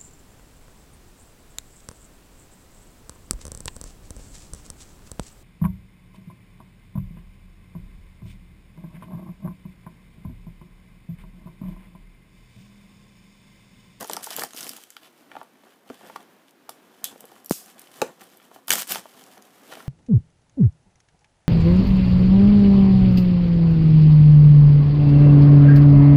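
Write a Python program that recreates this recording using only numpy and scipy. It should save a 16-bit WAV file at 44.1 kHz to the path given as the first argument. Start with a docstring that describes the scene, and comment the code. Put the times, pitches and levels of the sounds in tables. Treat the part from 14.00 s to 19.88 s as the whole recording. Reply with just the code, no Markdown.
"""In a small room, close by, hands pull crinkly film off a cardboard box and rip open its glued flap.
Creases, picked edges and glue spots snap as noise bursts; blows ring the modes of the hollow box.
Rubbing is grainy friction noise heard through film, card and box; the freed flap hisses and rings, and once pops.
Near surfaces echo, a decaying noise tail gives the room's answer, and quiet room tone lies beneath."""
import sys
import numpy as np
from scipy import signal
from scipy.fft import rfft, irfft, next_fast_len
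from scipy.io import wavfile
from scipy.ndimage import map_coordinates

SR = 44100
rng = np.random.default_rng(int(sys.argv[2]) if len(sys.argv) > 2 else 0)


def wrap_up_sound(samples):
    """Save the sound to the file named by the first command line argument, as 16-bit audio."""
    columns = np.atleast_2d(samples).T
    # keep every value between -1 and 1, then stretch to whole-number steps
    tamed = np.clip(columns, -1, 1)
    steps = np.round(tamed * 32767).astype(np.int16)
    wavfile.write(sys.argv[1], SR, steps)


N = 259308  # length in samples


def amp(db):
    """Decibel law: 20 dB is a factor of ten in amplitude."""
    return 10 ** (np.asarray(db) / 20)


def unit(x):
    """Normalisation to a root-mean-square value of one."""
    return x / np.sqrt(np.mean(x ** 2) + 1e-20)


def along(points, hz):
    """Logarithmic pitch scale: (Hz, value) points joined by straight lines over log frequency."""
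    point_hz, value = np.transpose(points)
    return np.interp(np.log(hz + 1), np.log(point_hz + 1), value)


def filtered(x, response):
    """Linear filtering: the zero-padded spectrum times a complex response of frequency."""
    size = next_fast_len(N + 8192)
    hz = np.fft.rfftfreq(size, 1 / SR)
    return irfft(rfft(x, size) * response(hz), size)[:N]


def coloured(x, spectrum):
    """Spectral shaping: a zero-phase gain drawn through (Hz, dB) points."""
    return filtered(x, lambda hz: amp(along(spectrum, hz)))


def resonant(x, peaks):
    """Parallel resonance: second-order band-passes (Hz, width Hz, dB) added with alternating sign."""
    def response(hz):
        total = 0
        for k, (centre, width, db) in enumerate(peaks):
            damping = 1j * hz * width
            total = total + (-1) ** k * amp(db) * damping / (centre ** 2 - hz ** 2 + damping)
        return total
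    return filtered(x, response)


def wobble(rate):
    """Slow random modulation: a smooth curve through normal deviates, rate knots a second."""
    knots = rng.standard_normal(int(N * rate / SR) + 4)
    return map_coordinates(knots, [np.arange(N) * rate / SR])


def grainy(per_s, spread_db, t60, smooth):
    """Stick-slip friction: noise lit by random slips of bounded size, each dying in t60 s, over a smooth share."""
    chance, size, noise = rng.random(N), rng.exponential(size=N), rng.standard_normal(N)
    slips = (chance < per_s / SR) * amp(spread_db * np.minimum(size, 3))
    decay_per_sample = amp(-60 / (t60 * SR))
    glow = signal.lfilter([1], [1, -decay_per_sample], slips)
    return noise * (unit(glow) + smooth)


# Room tone spectrum. Each row: frequency in Hz, relative level in dB.
AIR_SPECTRUM = [(25, -34), (60, -16.5), (125, -4.5), (260, 4.5), (500, -3.5), (1300, -9.5), (2500, -14.5),
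                (8000, -27.5), (17000, -25)]


def room_tone():
    """Steady broadband noise: shaped by the room-tone spectrum, its level wandering a little."""
    level_db = -59.5 + 2.34 * wobble(5.29)
    return amp(level_db) * unit(coloured(rng.standard_normal(N), AIR_SPECTRUM))


# Reverberation. Each row: frequency in Hz, time to fall 60 dB in seconds.
ROOM_T60 = [(200, 0.18), (1000, 0.17), (3000, 0.18), (8000, 0.27), (15000, 0.11)]
# Table top and near walls. Each row: delay in seconds, level in dB before the echo's treble tilt.
WALLS = [(.0023, -18), (.0047, -24), (0.01, -27.5), (0.0132, -28.5), (.0231, -44)]


def room(x, wet_db):
    """Reflection and reverberation: discrete echoes, then a decaying noise tail, drawn anew each quarter second."""
    out, step = np.zeros(N + SR), SR // 4
    out[:N] = x
    bright_echo = coloured(x, [(300, -68), (3000, 7.5)])
    for delay, db in WALLS:
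        out[round(delay * SR):][:N] += amp(db) * bright_echo
    for k in range(0, N, step):
        hz, t, bins = signal.stft(rng.standard_normal(SR // 3), SR, nperseg=256)
        fading = bins * amp(-60 * t / along(ROOM_T60, hz)[:, None])
        tail = signal.istft(fading, SR, nperseg=256)[1]
        wet = signal.fftconvolve(x[k:k + step], tail / np.linalg.norm(tail))
        out[k + SR // 200:][:len(wet)] += amp(wet_db) * wet  # 5 ms later
    return out[:N]


# Resonances of the bent flap. Each row: frequency in Hz, width in Hz, relative level in dB.
CARD_PEAKS = [(1500, 920, 5), (2470, 413, 8.5), (3144, 785, 5.5)]


def card(x):
    """Plate resonance: the card passes sound through its own broad peaks."""
    return resonant(x, CARD_PEAKS)


# Colour of film crackle. Each row: frequency in Hz, relative level in dB.
FILM_SPECTRUM = [(1500, -48), (2600, -5), (3300, -11), (4800, 0), (7000, 0.5), (10000, 1), (13000, 1),
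                 (17000, -4.5)]


def sliding(grit):
    """Radiation by the rubbed sheet: friction grit heard through film (rustle) and through card (rasp)."""
    rustle = amp(-5.5) * unit(coloured(grit, FILM_SPECTRUM))
    rasp = amp(-6.0) * unit(card(grit))
    return np.array([rustle, rasp])


# Hands resting and shifting on the box.
# Each row: time in seconds, relative rustle in dB, relative box rumble in dB.
HOLD = [(0, -45.5, -48), (0.5, -51.5, -58), (0.9, -57.5, -62.5), (1.12, -63.5, -78), (1.8, -65, -62),
        (2.3, -71.5, -63), (2.7, -74, -68), (3.0, -56, -49), (3.15, -56, -51), (3.3, -60, -54.5),
        (3.7, -55.5, -52.5), (3.9, -57, -55.5), (4.4, -59.5, -56), (4.63, -62.5, -57.5),
        (5.04, -56.5, -51.5), (5.15, -50, -52.5), (5.42, -55.5, -52.5), (5.6, -56, -57.5),
        (5.88, -54.5, -50.5)]
# Pulls and rubs. Each row: start in seconds, length in seconds, relative rustle in dB,
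# relative box rumble in dB, paper rasp in dB above the rustle.
STROKES = [(0, 0.033, -36, -30.5, -12), (0.097, .12, -56, -38.5, -6), (0.226, 0.041, -27, -50, -11),
           (0.284, 0.1, -36.5, -43.5, 0.5), (0.357, 0.098, -33.5, -35.5, -3.5),
           (0.546, 0.13, -34.5, -44.5, -5.5), (0.66, 0.17, -43, -54, -3.5), (1.013, 0.069, -56, -51, 8),
           (1.302, 0.13, -63, -45.5, 8), (1.592, 0.16, -69.5, -54, 11), (1.86, 0.14, -56.5, -47, 4),
           (1.97, .26, -54, -44.5, 2.5), (2.473, 0.022, -59, -72, 4.5), (3.77, 0.054, -56.5, -61, 4),
           (3.95, 0.11, -46, -44.5, -5), (4.02, .09, -56, -37, -2), (4.189, 0.073, -52, -49, 1.5),
           (4.532, 0.056, -50, -46.5, -3), (5.692, 0.11, -49, -41, 7)]
# The glued seam rips in two pulls. Each row: start in seconds, length in seconds, relative rustle in dB,
# relative box rumble in dB, paper rasp in dB above the rustle.
RIPS = [(4.68, 0.14, -19.5, -31.5, -4.5), (4.872, 0.11, -22.5, -33, -3.5)]
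HOLD_RASP_DB = -1  # paper rasp over the rustle
# For each kind: share of the length spent rising, rise in dB, sag in dB while held
STROKE_SHAPE, RIP_SHAPE = (0.3, 9.9, 5.3), (0.35, 19.3, 9.2)
RELEASE_DB_PER_S = 703


def effort():
    """Force envelopes: rustle, rasp and rumble gains for the hold, and for strokes that rise, sag and let go."""
    t = np.arange(N) / SR
    s, rustle_db, rumble_db = np.transpose(HOLD)
    levels_db = (rustle_db, rustle_db + HOLD_RASP_DB, rumble_db)
    hold = amp([np.interp(t, s, level_db) for level_db in levels_db])
    strokes = np.zeros_like(hold)
    for table, (rise, rise_db, sag_db) in ((STROKES, STROKE_SHAPE), (RIPS, RIP_SHAPE)):
        for start, length, rustle_db, rumble_db, rasp_db in table:
            times = [-.005, 0, rise * length, length, length + .2]
            shape_db = np.interp(t - start, times,
                                 [-120, -rise_db, 0, -sag_db, -sag_db - RELEASE_DB_PER_S * .2])
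            peaks_db = [[rustle_db], [rustle_db + rasp_db], [rumble_db]]
            strokes = np.hypot(strokes, amp(peaks_db + shape_db))  # overlapping strokes add in power
    return hold, strokes


# Wall and air modes of the box. Each row: frequency in Hz, relative level in dB.
BOX_MODES = [(175, -20), (270, 6.5), (360, -2), (452, 4.5), (520, -1), (650, 5.5), (800, 5.5), (890, 7),
             (1160, 6), (1390, 9.5), (1800, 7), (2330, 6), (3240, 5)]
# Colour of the rubbed box. Each row: frequency in Hz, relative level in dB.
HOLLOW_SPECTRUM = [(30, -23), (90, -2.5), (200, 6.5), (300, 0.5), (500, 3), (850, -1), (1300, -11.5),
                   (2200, -18), (4000, -36)]


def handling():
    """Friction-driven vibration: film, paper fibres and skin slide on the box and set its walls humming."""
    hold, strokes = effort()
    skin = amp(3.0 * wobble(20)) * grainy(300, 2.8, 0.0067, 1.36)
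    fibres = amp(2.03 * wobble(33)) * grainy(450, 9.2, 0.005, 1.0)
    crackle = grainy(90, 4.2, 0.0069, 0.05)
    grit = unit(fibres) + amp(-11.5) * crackle
    uneven = amp(1.8 * wobble(30))
    rubbing = coloured(uneven * grainy(220, 0.76, 0.035, 0.93), HOLLOW_SPECTRUM)
    damped_modes = [(hz, 0.2 * hz, db) for hz, db in BOX_MODES]
    hum = unit(0.75 * rubbing + resonant(rubbing, damped_modes))
    rustle_and_rasp = hold[:2] * sliding(skin) + strokes[:2] * sliding(grit)
    return rustle_and_rasp.sum(0) + amp(-4.0) * np.hypot(hold[2], strokes[2]) * hum


# The freed flap springs back along the card.
# Each row: time in seconds, hiss in dB, flap ring in dB, time to fall 60 dB in seconds.
SPRINGBACK = [(2.692, -54, -58, 0.24), (3.042, -37, -36.5, 0.18), (3.509, -32, -51, 0.36),
              (4.018, -46, -58, 0.077)]
# The flap's ring. Each row: frequency in Hz, width in Hz, relative level in dB.
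FLAP_PEAKS = [(3350, 460, 6), (4960, 530, -15)]


def springback():
    """Free decay: a smooth hiss and the flap's noisy ring die exponentially after each release."""
    t, noise = np.arange(N) / SR, rng.standard_normal((2, N))
    hiss, ring = unit(coloured(noise[0], FILM_SPECTRUM)), unit(resonant(noise[1], FLAP_PEAKS))
    out = np.zeros(N)
    for s, hiss_db, ring_db, t60 in SPRINGBACK:
        fade = (t > s) * amp(-60 * np.abs(t - s) / t60)
        out += fade * (amp(hiss_db) * hiss + amp(ring_db) * ring)
    return out


# The flap springs off the thumb. The row: relative level in dB, air pitch in Hz, time to fall 60 dB in seconds.
POP = (-3.5, 152, 0.026)
POP_S = 3.51  # start in seconds


def pop():
    """Cavity resonance: a short suck of air, then the air in the box swings a few times."""
    db, air_hz, t60 = POP
    t = np.maximum(np.arange(N) / SR - POP_S, 0)
    suck = -2.7 * t / 0.00034 * np.exp(-t / 0.00051)
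    swing = 1.28 * amp(-60 * t / t60) * np.sin(2 * np.pi * air_hz * t)
    return amp(db) * (suck + swing)


# Blows on the box, and a short squeak near 2900 Hz around 4.4 s.
# Each row: time in seconds, relative peak in dB, pitch in Hz about which the modes are strongest.
KNOCKS = [(0.046, -26, 865), (0.098, -18.5, 730), (.1057, -28, 430), (0.17, -20.5, 940), (0.2696, -26, 900),
          (0.3112, -30, 650), (0.3857, -23, 710), (.42, -19.5, 1650), (.436, -20.5, 750),
          (0.5436, -33.5, 310), (.575, -42, 300), (.632, -43, 269), (0.668, -35.5, 430), (.705, -40.5, 302),
          (.7836, -39, 825), (0.9659, -31.5, 1810), (1.3162, -30.5, 1860), (1.3534, -29, 760),
          (1.3658, -25, 810), (1.414, -28.5, 840), (1.429, -39, 900), (1.555, -48, 2300), (1.636, -44, 664),
          (1.9, -24.5, 420), (1.906, -28.5, 267), (2.01, -39, 700), (2.05, -42, 1090), (2.0984, -29.5, 850),
          (2.1604, -20.5, 1080), (2.6915, -26, 880), (3.0406, -37.5, 1600), (3.1269, -37.5, 454),
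          (3.1589, -35.5, 460), (3.2068, -43.5, 527), (3.241, -33, 483), (3.319, -37, 453),
          (3.363, -41, 1360), (4.0169, -10.5, 670), (4.0233, -7, 440), (4.0399, -35, 1150),
          (4.219, -37.5, 1080), (4.383, -53, 2900), (4.4, -43, 2920), (4.417, -44, 2900),
          (4.5146, -35.5, 715), (4.5608, -34, 684), (4.6826, -29.5, 1140), (4.7044, -15.5, 1300),
          (4.7353, -21, 724), (4.7817, -22.5, 1460), (4.9083, -33, 1680), (4.9576, -20, 1020),
          (5.0562, -31, 860), (5.373, -40, 900), (5.725, -27, 1500), (5.735, -36.5, 766),
          (5.7706, -33.5, 650), (5.8041, -30.5, 1420)]
# Decay time in seconds at a reference pitch in Hz; it falls as this power of pitch
KNOCK_T60, KNOCK_HZ, KNOCK_DAMPING = 0.03, 794, 0.47
MODE_SCATTER_DB = 3


def knocks():
    """Modal vibration: a blow rings the modes near the pitch the grip leaves free; high modes die sooner."""
    out, t = np.zeros(N + SR), np.arange(SR // 5) / SR
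    hz, level_db = np.transpose(BOX_MODES)[..., None]
    draws = rng.standard_normal((len(KNOCKS), 2, len(BOX_MODES), 1))
    for (s, db, free_hz), (scatter, side) in zip(KNOCKS, draws):
        t60 = KNOCK_T60 * (KNOCK_HZ / free_hz) ** KNOCK_DAMPING
        grip_loss_db = 10.1 * np.abs(np.log2(hz / free_hz))
        share = np.sign(side) * amp(level_db - grip_loss_db + MODE_SCATTER_DB * scatter)
        decay = amp(-60 * t / t60 * (hz / free_hz) ** 0.63)
        modes = share * decay * np.sin(2 * np.pi * hz * t)
        ring = modes.sum(0) * (1 - np.exp(-t * free_hz / 0.15))  # a lower knock is a softer contact
        out[round(s * SR):][:len(t)] += amp(db - 1.0) * ring / np.abs(ring).max()
    return out[:N]


# Film creases letting go. Each row: time in seconds, relative burst peak in dB, card share in dB.
CREASES = [(.023, -29, -24), (.0279, -25, -18), (.0444, -28, -14), (.0698, -33, -22), (.0758, -28, -29),
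           (.0973, -24, -4.5), (.1124, -23.5, -2), (.124, -30, -13), (.1338, -12.5, -10.5),
           (.1601, -40, -17), (.1666, -20.5, -1), (.3055, -21, -4), (.3102, -23, -8), (.3315, -27, 0),
           (.3647, -10.5, -21), (.3947, -18, -14), (.4087, -20, -24), (.4171, -21.5, -17),
           (.4358, -17, -9.5), (.4884, -42, -11), (.5075, -34.5, -5), (.5339, -32, 0), (.5642, -26, -14),
           (.5742, -26, -6), (.6075, -18, -13), (.6302, -24, -9), (.667, -30.5, 2), (.6929, -17.5, -21),
           (.767, -27, -12), (.8371, -32, -4), (.904, -32, -8), (.967, -34.5, 0.5), (1.431, -42, -18)]
# Picks at the flap's edge; 3.053 and 3.522 s are echoes of the snaps just before.
# Each row: time in seconds, relative burst peak in dB, card share in dB.
PICKS = [(2.1626, -36.5, 3), (2.5088, -46, -9), (2.6934, -23.5, -15), (3.0423, -8, -13.5), (3.053, -30, -9),
         (3.2064, -30.5, -17), (3.2542, -37.5, -32), (3.3166, -43.5, -5), (3.446, -35, -23),
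         (3.4603, -27.5, -21), (3.4956, -26, -26), (3.509, -14.5, -22), (3.522, -21.5, -7),
         (3.66, -37, -16), (3.7943, -33, -31), (3.8172, -33.5, -20), (3.872, -56, 15), (4.0173, -18, 5.5),
         (4.2154, -33.5, -7), (4.239, -40, -11), (4.3719, -40, -35), (5.2387, -38, -9), (5.265, -39.5, -13),
         (5.3778, -40, -4), (5.4232, -39, -11), (5.7529, -37, 3)]
# Glue spots tearing. Each row: time in seconds, relative burst peak in dB, card share in dB.
GLUE = [(4.673, -37, -18), (4.6819, -19, -5.5), (4.6941, -19, -7), (4.7051, -3.5, 0), (4.7169, -8, -0.5),
        (4.7349, -9, -4.5), (4.784, -17, -24), (4.8142, -24.5, -43), (4.8759, -29, -26), (4.886, -37, -9),
        (4.8946, -19, -12), (4.91, -19.5, -24), (4.9205, -13, -9), (4.957, -24.5, 7.5)]
# For each kind: brightness in dB before dulling, time to fall 60 dB in seconds
CREASE, PICK, TEAR = (-9, 0.0037), (-4.5, 0.0061), (1.3, 0.0071)
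DULLING = 0.44  # dB of brightness lost per dB of card share
TICK_DB, TICK_CARD_DB = -28.5, 15.5  # the tick relative to its knock; its card share
SNAP_ATTACK_S = 0.00027


def snaps():
    """Sudden release of strain: noise bursts, bright in film and duller in card; knocks tick mostly in the card."""
    streams, t = np.zeros((3, N + SR)), np.arange(SR // 20) / SR
    rows = []
    for table, kind in ((CREASES, CREASE), (PICKS, PICK), (GLUE, TEAR)):
        rows += [(*row, *kind) for row in table]
    rows += [(s, db + TICK_DB, TICK_CARD_DB, 0, CREASE[1]) for s, db, _ in KNOCKS]
    for (s, db, card_db, bright_db, t60), noise in zip(rows, rng.standard_normal((len(rows), len(t)))):
        bright_db -= DULLING * card_db
        burst = noise * amp(-60 * t / t60) * (1 - np.exp(-t / SNAP_ATTACK_S))
        burst *= amp(db + 3.5) / np.abs(burst).max()
        gains = amp([[-bright_db / 2], [bright_db / 2], [card_db]])
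        streams[:, round(s * SR):][:, :len(t)] += gains * burst
    film_low, film_high, in_card = streams[:, :N]

    def above_split(hz):
        return 1 / (1 + (9500 / (hz + 1)) ** 6)

    film = filtered(film_low, lambda hz: 1 - above_split(hz)) + filtered(film_high, above_split)
    return amp(-0.5) * coloured(film, FILM_SPECTRUM) + amp(2.5) * card(in_card)


def scene():
    """Superposition: each group of sources with its own share of room, over the room tone."""
    rubbing = room(handling() + springback(), wet_db=-14)
    popping = room(pop(), wet_db=-31)
    knocking = room(knocks(), wet_db=-13.5)
    snapping = room(snaps(), wet_db=-12.5)
    return (room_tone() + rubbing + popping + knocking + snapping)[None]


def record(dry):
    """Band-limited recording: bass is thinned, loud peaks are rounded, and the highest treble is cut."""
    top = [(15250, 0), (15450, -18), (16500, -18), (17100, -40)]  # (Hz, dB)
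    top_hz, corner_hz, shelf_hz = 17146, 140, 30  # band limit; bass loss begins and levels out
    x = filtered(dry[0], lambda hz: ((1j * hz + shelf_hz) / (1j * hz + corner_hz)) ** 2)
    x = x / (1 + np.abs(x / .8) ** 4) ** (1 / 4)  # peaks bend toward 0.8
    return filtered(x, lambda hz: amp(along(top, hz)) * (hz < top_hz))[None]


dry = scene()
out = record(dry)
wrap_up_sound(out)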